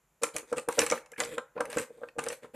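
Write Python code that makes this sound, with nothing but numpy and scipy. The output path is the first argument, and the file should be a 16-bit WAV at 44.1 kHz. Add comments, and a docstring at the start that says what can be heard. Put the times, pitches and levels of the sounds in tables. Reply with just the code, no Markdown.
"""Screwing the base onto a blender jar.

One hand holds the empty jar close to the microphone; the other twists its plastic base on in short
turns. Each new grip knocks the hollow jar, and the threads catch and snap with bright clicks. In
between, plastic and palm scrape and fingertips squeak. A small cluttered room echoes briefly."""
import sys
import numpy as np
from scipy import signal
from scipy.fft import rfft, irfft
from scipy.io import wavfile

SR = 44100
rng = np.random.default_rng(int(sys.argv[2]) if len(sys.argv) > 2 else 0)


def digitize_waveform(pressure):
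    """Quantize a signal to 16-bit integers and store it at the path in sys.argv[1].

    Rows of a 2-D input are taken as channels; values are limited to [-1, 1].
    """
    field = np.atleast_2d(pressure).T
    bounded = np.clip(field, -1, 1)
    quanta = np.round(bounded * 32767).astype(np.int16)
    wavfile.write(sys.argv[1], SR, quanta)


N = 112454
SOFT_RISE_S, HARD_RISE_S = 0.0011, 0.00061  # how fast a bump and a click build up


def gain(db):
    """Turn decibels into a number to multiply by."""
    return 10 ** (np.asarray(db) / 20)


def fade(t, t60):
    """Die away by 60 dB in t60 seconds, the 'fade time'."""
    return np.exp(-np.log(1000) * t / t60)


def rise(t, seconds):
    """Climb smoothly from 0 towards 1."""
    return 1 - np.exp(-t / seconds)


def unit_energy(x):
    """Give a short sound the energy of level 1 held for 5 ms."""
    return x * np.sqrt(.005 * SR / np.sum(x ** 2))


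def unit_level(x):
    """Scale a noise to an average (rms) level of 1."""
    return x / np.std(x)


def add(out, at, x):
    """Mix x into out at a time in seconds."""
    i = max(int(at * SR), 0)
    out[i:i + len(x)] += x[:max(len(out) - i, 0)]


def lowpass(x, hz, order=2):
    """Dull the sound above hz."""
    return signal.sosfilt(signal.butter(order, min(hz, SR / 2 - 1000), fs=SR, output="sos"), x)


def wobble(t, hz):
    """A random wavering, mostly slower than hz."""
    return unit_level(lowpass(rng.standard_normal(len(t)), hz))


def colour(x, points):
    """Shape the tone of x along a curve of (frequency [Hz], level [dB]) points."""
    hz, db = np.array(points, float).T
    size = 2048
    grid = np.maximum(np.arange(size // 2 + 1) * SR / size, 1)
    curve = gain(np.interp(np.log(grid), np.log(hz), db))
    # build the filter so that nothing sounds before the hit (minimum phase)
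    cepstrum = irfft(np.log(curve))
    cepstrum[1:size // 2] *= 2
    cepstrum[size // 2 + 1:] = 0
    return signal.fftconvolve(x, irfft(np.exp(rfft(cepstrum))))[:len(x)]


def vary(points):
    """Add random peaks and dips to a tone curve: every contact is at another spot."""
    hz, db = np.array(points, float).T
    grid = np.geomspace(hz[0], hz[-1], num=40)
    curve_db = np.interp(np.log(grid), np.log(hz), db)
    return np.column_stack([grid, curve_db + 3 * rng.standard_normal(len(grid))])


def ring(t, tones, scatter=0):
    """Fading tones; scatter varies their strength and sign, as the place of a hit does."""
    out = 0
    for hz, db, t60 in tones:
        strength = gain(db) * (1 - scatter + scatter * rng.standard_normal())
        out = out + strength * np.sin(2 * np.pi * hz * t) * fade(t, t60)
    return out


def burst(t, tone, t60):
    """Struck plastic: so many short tones that they blur into a puff of noise."""
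    noise = rng.standard_normal(len(t)) * fade(t, t60) * rise(t, HARD_RISE_S)
    return unit_energy(colour(noise, tone))


# tone of the background noise (frequency [Hz], relative level [dB])
BACKGROUND_TONE = [(25, -11.5), (55, 7.5), (90, -18), (145, -3), (250, -19), (900, -19.5), (2000, -24.5),
                   (5000, -36.5), (6400, -29), (7200, -23.5), (8200, -34.5), (10500, -30.5), (14000, -33)]

def background():
    """A faint, steady rumble with a little hiss."""
    return gain(-69.5) * unit_level(colour(rng.standard_normal(N), BACKGROUND_TONE))


# bands of the echo (low edge [Hz], high edge [Hz], fade time [s], level against the direct sound [dB])
ECHO_BANDS = [(39.6, 400, 0.11, -9), (410, 1130, 0.21, -9), (685, 2040, 0.51, -16), (3230, 16600, 0.2, -11)]

def room_echo(x):
    """The room throws the sound back after 7 ms as a short blur; each band fades at its own rate."""
    t = np.arange(SR // 2) / SR
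    echo = 0
    for low_hz, high_hz, t60, db in ECHO_BANDS:
        tail = rng.standard_normal(len(t)) * fade(t, t60) * (t > .007)
        band = signal.sosfilt(signal.butter(2, [low_hz, high_hz], "band", fs=SR, output="sos"), tail)
        echo = echo + gain(db) * band * np.sqrt(2 * (high_hz - low_hz) / SR / np.sum(band ** 2))
    return signal.fftconvolve(x, echo)[:N]


# fingertip skids (time [s], level [dB], starting pitch [Hz])
FINGER_SKIDS = [(0.975, -42, 1686), (1.117, -53.5, 1970), (1.134, -44.5, 1640), (1.161, -47.5, 1715),
                (1.179, -45.5, 2080), (1.323, -46.5, 1800)]

def finger_squeaks(t):
    """A fingertip skids on the smooth wall: a short rising chirp with a weaker tone above it."""
    out = np.zeros(N)
    swell = t * np.exp(-t / .0026)
    for at, db, hz in FINGER_SKIDS:
        pitch_hz = hz * (1 + 8 * t + .08 * wobble(t, hz=600))
        phase = 2 * np.pi * np.cumsum(pitch_hz) / SR
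        chirp = np.sin(phase) + gain(-6.5) * np.sin(1.42 * phase)
        add(out, at, gain(db) * unit_energy(swell * chirp))
    return out


# tones of the gripped base (pitch [Hz], relative level [dB], fade time [s])
BASE_TONES = [(70, -10, 0.097), (164.9, -14.5, 0.039), (298.7, -5, 0.14)]
# the palm lands for a firm grip (time [s], level [dB], thump pitch [Hz])
PALM_LANDINGS = [(0.227, -41, 300), (0.349, -40, 175), (0.521, -39, 315), (0.679, -35, 303),
                 (0.815, -31, 300), (0.911, -31, 300), (1.601, -36, 297), (1.763, -30, 180.6),
                 (2.178, -35.5, 260)]

def palm_thuds(t):
    """The heel of the hand bumps the base; the more flesh lands, the lower the thump."""
    out = np.zeros(N)
    thump_fade_s = .035
    for at, db, hz in PALM_LANDINGS:
        thud = ring(t, [(hz, 0, thump_fade_s)] + BASE_TONES) * rise(t, SOFT_RISE_S)
        add(out, at, gain(db) * unit_energy(thud))
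    return out


# tones of the air in the jar and of the base (pitch [Hz], relative level [dB], fade time [s])
HOLLOW_TONES = [(170, -26.5, 0.078), (313, -31.5, 0.57), (360, -10, 0.074), (467, 5, 0.094),
                (497.7, 18.5, 0.043), (558, 3.5, 0.034), (643, -15.5, .06)]

def hollow_note(t):
    """The air in the empty jar rings together with the base."""
    return ring(t, HOLLOW_TONES)


# tones of the hiss at the rubbing spot and the rasp in the wall (frequency [Hz], relative level [dB])
HISS_TONE = [(50, -49.5), (500, -16), (2500, 8), (4000, -1), (5200, -6), (7200, -0.5), (9000, 1.5),
             (11000, -4.5), (15000, -16)]
RASP_TONE = [(30, -37), (150, -16), (380, -4.5), (800, -4), (1500, -4), (2500, -4.5), (3500, -19.5),
             (5200, -26), (15000, -45.5)]
# rubbing strokes (time [s], length [s], hiss [dB], rasp [dB], hollow note [dB])
STROKES = [(0.216, 0.05, -45, -43.5, -70), (0.259, 0.021, -42.5, -39, -41), (0.333, 0.052, -50, -51, -42.5),
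           (0.37, 0.022, -37, -37, -39.5), (0.47, 0.067, -61, -59, -59), (0.559, 0.037, -40, -40.5, -36.5),
           (0.693, 0.3, -49, -57.5, -53), (0.775, 0.081, -36.5, -33, -37), (.850, 0.14, -85, -48.5, -45),
           (.935, 0.045, -78, -53, -49), (1.174, 0.09, -45, -40, -37.5), (1.261, 0.11, -52.5, -49, -41.5),
           (1.550, 0.17, -74, -59.5, -44.5), (1.695, 0.15, -48.5, -45, -51),
           (1.780, 0.031, -37.5, -36.5, -32.5), (1.913, 0.19, -72, -70.5, -58.5),
           (2.195, 0.15, -53.5, -47.5, -45), (2.314, 0.02, -40, -53, -54), (2.42, 0.032, -57, -49.5, -45),
           (2.534, 0.035, -55, -50, -40.5)]

def scrapes(t):
    """Plastic and palm stick and slip in tiny grains that hiss, rasp and stir the air in the jar."""
    out = np.zeros(N)
    rise_s, fall_s = .014, .019
    grains_per_s, scatter_db, hard_rub_db = 2600, 3.2, -36
    hollow = hollow_note(t)
    for at, length, hiss_db, rasp_db, note_db in STROKES:
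        pressure = np.clip(t / rise_s, 0, 1) * np.exp(-np.maximum(t - length + fall_s, 0) / fall_s)
        grit, weight = rng.standard_normal((2, len(t)))
        slips = (rng.random(len(t)) < grains_per_s / SR) * gain(scatter_db * weight)
        slip_energy = signal.fftconvolve(slips ** 2, fade(t, t60=.005) ** 2)[:len(t)]
        grains = grit * pressure * np.sqrt(np.abs(slip_energy))
        crunch_db = 4 * min(gain(rasp_db - hard_rub_db), 1)  # harder rubbing bunches the grains
        hiss = unit_level(colour(grains * gain(crunch_db * wobble(t, hz=110)), vary(HISS_TONE)))
        rasp = unit_level(colour(grains * gain(crunch_db * wobble(t, hz=110)), RASP_TONE))
        note = unit_level(signal.fftconvolve(grains, hollow)[:len(t)])
        stroke = gain(hiss_db) * hiss + gain(rasp_db) * rasp + gain(note_db) * note
        add(out, at, stroke * np.sqrt(np.mean(pressure ** 2)))
    return out


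# ringing tones of the wall, and the tone of its clack (frequency [Hz], relative level [dB])
WALL_TONES = [(738, 2), (870, 2.5), (960, 1.5), (1045, 4.5), (1128, 3.5), (1205, 8.5), (1345, 5.5),
              (1570, 8), (2037, -8.5), (2315, -8), (2520, -8)]
CLACK_TONE = [(25, -55.5), (60, -17), (100, -20.5), (150, 0.5), (380, 1), (800, 6.5), (1400, 5.5),
              (2000, -5.5), (3000, -13), (5000, -22), (15000, -27.5)]
# hand and base hit the jar
# (time [s], relative note level [dB], relative clack level [dB], starting pitch [times normal])
JAR_HITS = [(.224, -29.5, -52, 1), (0.233, -20.5, -22.5, 1.033), (0.356, -33, -43.5, 1.26),
            (.430, -40.5, -50, 0.83), (0.526, -19.5, -27, 0.98), (0.578, -26.5, -33, 0.99),
            (0.686, -19.5, -22, 0.94), (.783, -17, -28, 1.027), (.790, -15, -51, 1),
            (.830, -21.5, -52, 0.96), (0.9212, -16.5, -19, 1.07), (1.123, -42, -50.5, 0.99),
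            (1.193, -37, -35, 0.6), (1.211, -31.5, -33, 1.01), (1.222, -31, -38.5, 1.3),
            (1.379, -25, -26, 1), (1.565, -28, -41, 0.88), (1.576, -29.5, -30.5, 1.15),
            (1.604, -21, -21, 1.06), (1.647, -38, -38.5, 1.18), (1.680, -43, -53, 1.2),
            (1.729, -36, -67.5, 1.2), (1.770, -19.5, -24, 0.98), (1.905, -37.5, -78.5, 0.92),
            (1.981, -42.5, -58, 0.91), (2.016, -36.5, -49, 1.1), (2.033, -29, -35, 1.04),
            (2.164, -38, -58.5, 1), (2.185, -27.5, -23, 0.94), (2.267, -25, -32, 1.036),
            (2.301, -31, -64, 0.99), (2.322, -33, -50, 1.084), (2.444, -36, -43.5, 0.9),
            (2.545, -37.5, -43.5, 0.62)]

def jar_knocks(t):
    """Each hit clacks the wall and sounds the hollow note, which settles from a pitch set by the grip."""
    out = np.zeros(N)
    settle_s, wall_fade_s, lead_s = .07, .07, .00832
    wall_tones = [(hz, db, wall_fade_s) for hz, db in WALL_TONES]
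    contact = rise(t, SOFT_RISE_S)
    for at, note_db, clack_db, pitch in JAR_HITS:
        bent_time = t + (pitch - 1) * settle_s * rise(t, settle_s)
        note = unit_energy(hollow_note(bent_time) * contact)
        add(out, at - lead_s, gain(note_db - 12) * note)  # soft flesh lands just before the hard hit
        add(out, at, gain(note_db - 1.5) * note)
        clack = burst(t, CLACK_TONE, t60=.057)
        ringing = gain(1) * unit_energy(ring(t, wall_tones, scatter=.35))
        top_hz = 22000 * 2 ** (clack_db / 12)  # a lighter touch sounds duller
        wall = lowpass((clack + ringing) * contact, top_hz)
        add(out, at, gain(clack_db - 3.5) * unit_energy(wall))
    return out


def stutter(slip):
    """A slip is followed within 8 ms by three weaker ones."""
    out = slip.copy()
    for delay, size in rng.random(size=(3, 2)):
        add(out, delay * .008, .6 * size * rng.choice([-1, 1]) * slip)
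    return unit_energy(out)


# tones of the bright snap and of the crack through the wall (frequency [Hz], relative level [dB])
SNAP_TONE = [(500, -46), (3500, -12.5), (5000, -8), (5900, -2.5), (6700, -6), (7400, -0.5), (8700, 1.5),
             (10500, -2), (12500, -6.5), (15000, -14)]
CRACK_TONE = [(30, -49), (100, -30.5), (700, -5), (1500, 2), (2500, 4.5), (3500, -13), (4200, -11),
              (5200, -21.5), (15000, -33.5)]
# the threads let go (time [s], relative snap level [dB], rim pitch [Hz], relative crack level [dB])
THREAD_SLIPS = [(0.2337, -20, 8900, -23.5), (0.2385, -30, 7060, -23.5), (0.3636, -27, 8470, -27),
                (0.365, -30, 6100, -26), (0.528, -39, 8100, -38.5), (.581, -36, 7900, -25),
                (0.6866, -29.5, 9300, -28.5), (0.725, -36, 7900, -35), (0.7905, -14.5, 6030, -13.5),
                (0.7917, -20.5, 7580, -26), (0.8161, -29, 10500, -15.5), (0.8642, -26.5, 8030, -21.5),
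                (0.868, -36, 6200, -33), (0.8998, -24.5, 5720, -24), (0.912, -25.5, 6140, -25),
                (0.9207, -32.5, 7400, -19.5), (1.060, -54.5, 6860, -47.5), (1.118, -46.5, 7930, -62),
                (1.202, -22.5, 6900, -15), (1.2356, -32.5, 3070, -42), (1.2488, -34.5, 8200, -63),
                (1.34, -51, 8100, -52), (1.3814, -38.5, 7130, -24), (1.606, -34.5, 8700, -54.5),
                (1.654, -43, 9500, -33.5), (1.701, -38, 8400, -38.5), (1.7283, -40.5, 3430, -33),
                (1.7284, -40.5, 9300, -37), (1.742, -45, 9500, -38), (1.77, -31, 7940, -55),
                (1.7834, -28.5, 7060, -24.5), (2.086, -70, 7800, -37), (2.184, -41, 7840, -39),
                (2.191, -33, 7080, -25), (2.202, -46, 7300, -35.5), (2.2384, -34, 9400, -34.5),
                (2.264, -43, 8500, -29), (2.2855, -27.5, 7240, -36), (2.302, -43, 8500, -28),
                (2.327, -40.5, 8150, -32.5)]

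def thread_clicks(t):
    """A thread slips: a hard tick, a bright snap, a brief ring of the rim and a crack through the wall."""
    out = np.zeros(N)
    rim_spread, rim_fade_s = .028, .008
    for at, snap_db, hz, crack_db in THREAD_SLIPS:
        rim_tones = [(hz * (1 + rim_spread * r), 0, rim_fade_s) for r in rng.standard_normal(4)]
        rim = ring(t, rim_tones, scatter=.84) * rise(t, HARD_RISE_S)
        tick = gain(-11) * burst(t, SNAP_TONE, t60=.006)
        snap = burst(t, vary(SNAP_TONE), t60=.018)
        click = unit_energy(lowpass(tick + snap, 1.314 * hz, order=4)) + gain(-2.5) * unit_energy(rim)
        crack = stutter(burst(t, vary(CRACK_TONE), t60=.022))
        add(out, at, gain(snap_db - 4.5) * unit_energy(click) + gain(crack_db - 9.5) * crack)
    return out


# gaps in the sound of the jar (frequency [Hz], width [Hz])
JAR_GAPS = [(382, 81), (665, 71)]

def jar_body(x):
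    """The jar barely responds in a narrow band on each side of its hollow note."""
    for hz, width_hz in JAR_GAPS:
        x = signal.lfilter(*signal.iirnotch(hz, hz / width_hz, fs=SR), x)
    return x


# how much echo and background differ between left and right (frequency [Hz], level [dB])
STEREO_SPREAD = [(60, -20), (450, -39), (2600, -28), (4400, -7), (8000, -1), (14000, 2)]

def scene():
    """The jar straight ahead, over a faint background; mainly the room's treble spreads to the sides."""
    t = np.arange(SR // 3) / SR  # the clock of one short sound
    jar = jar_body(palm_thuds(t) + jar_knocks(t) + thread_clicks(t) + finger_squeaks(t) + scrapes(t))
    middle_noise, side_noise = background(), gain(-7.5) * background()
    middle = jar + room_echo(jar) + middle_noise
    side = colour(room_echo(jar) + side_noise, STEREO_SPREAD)
    return np.array([middle + side, middle - side])


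def record(dry):
    """The microphone thins the deep bass and cuts the highest treble."""
    bass_hz, top_hz = 161, 14400
    thin = signal.sosfilt(signal.butter(1, bass_hz, "high", fs=SR, output="sos"), dry)
    return signal.sosfilt(signal.ellip(8, .2, 70, top_hz, fs=SR, output="sos"), thin)


dry = scene()
out = record(dry)
digitize_waveform(out)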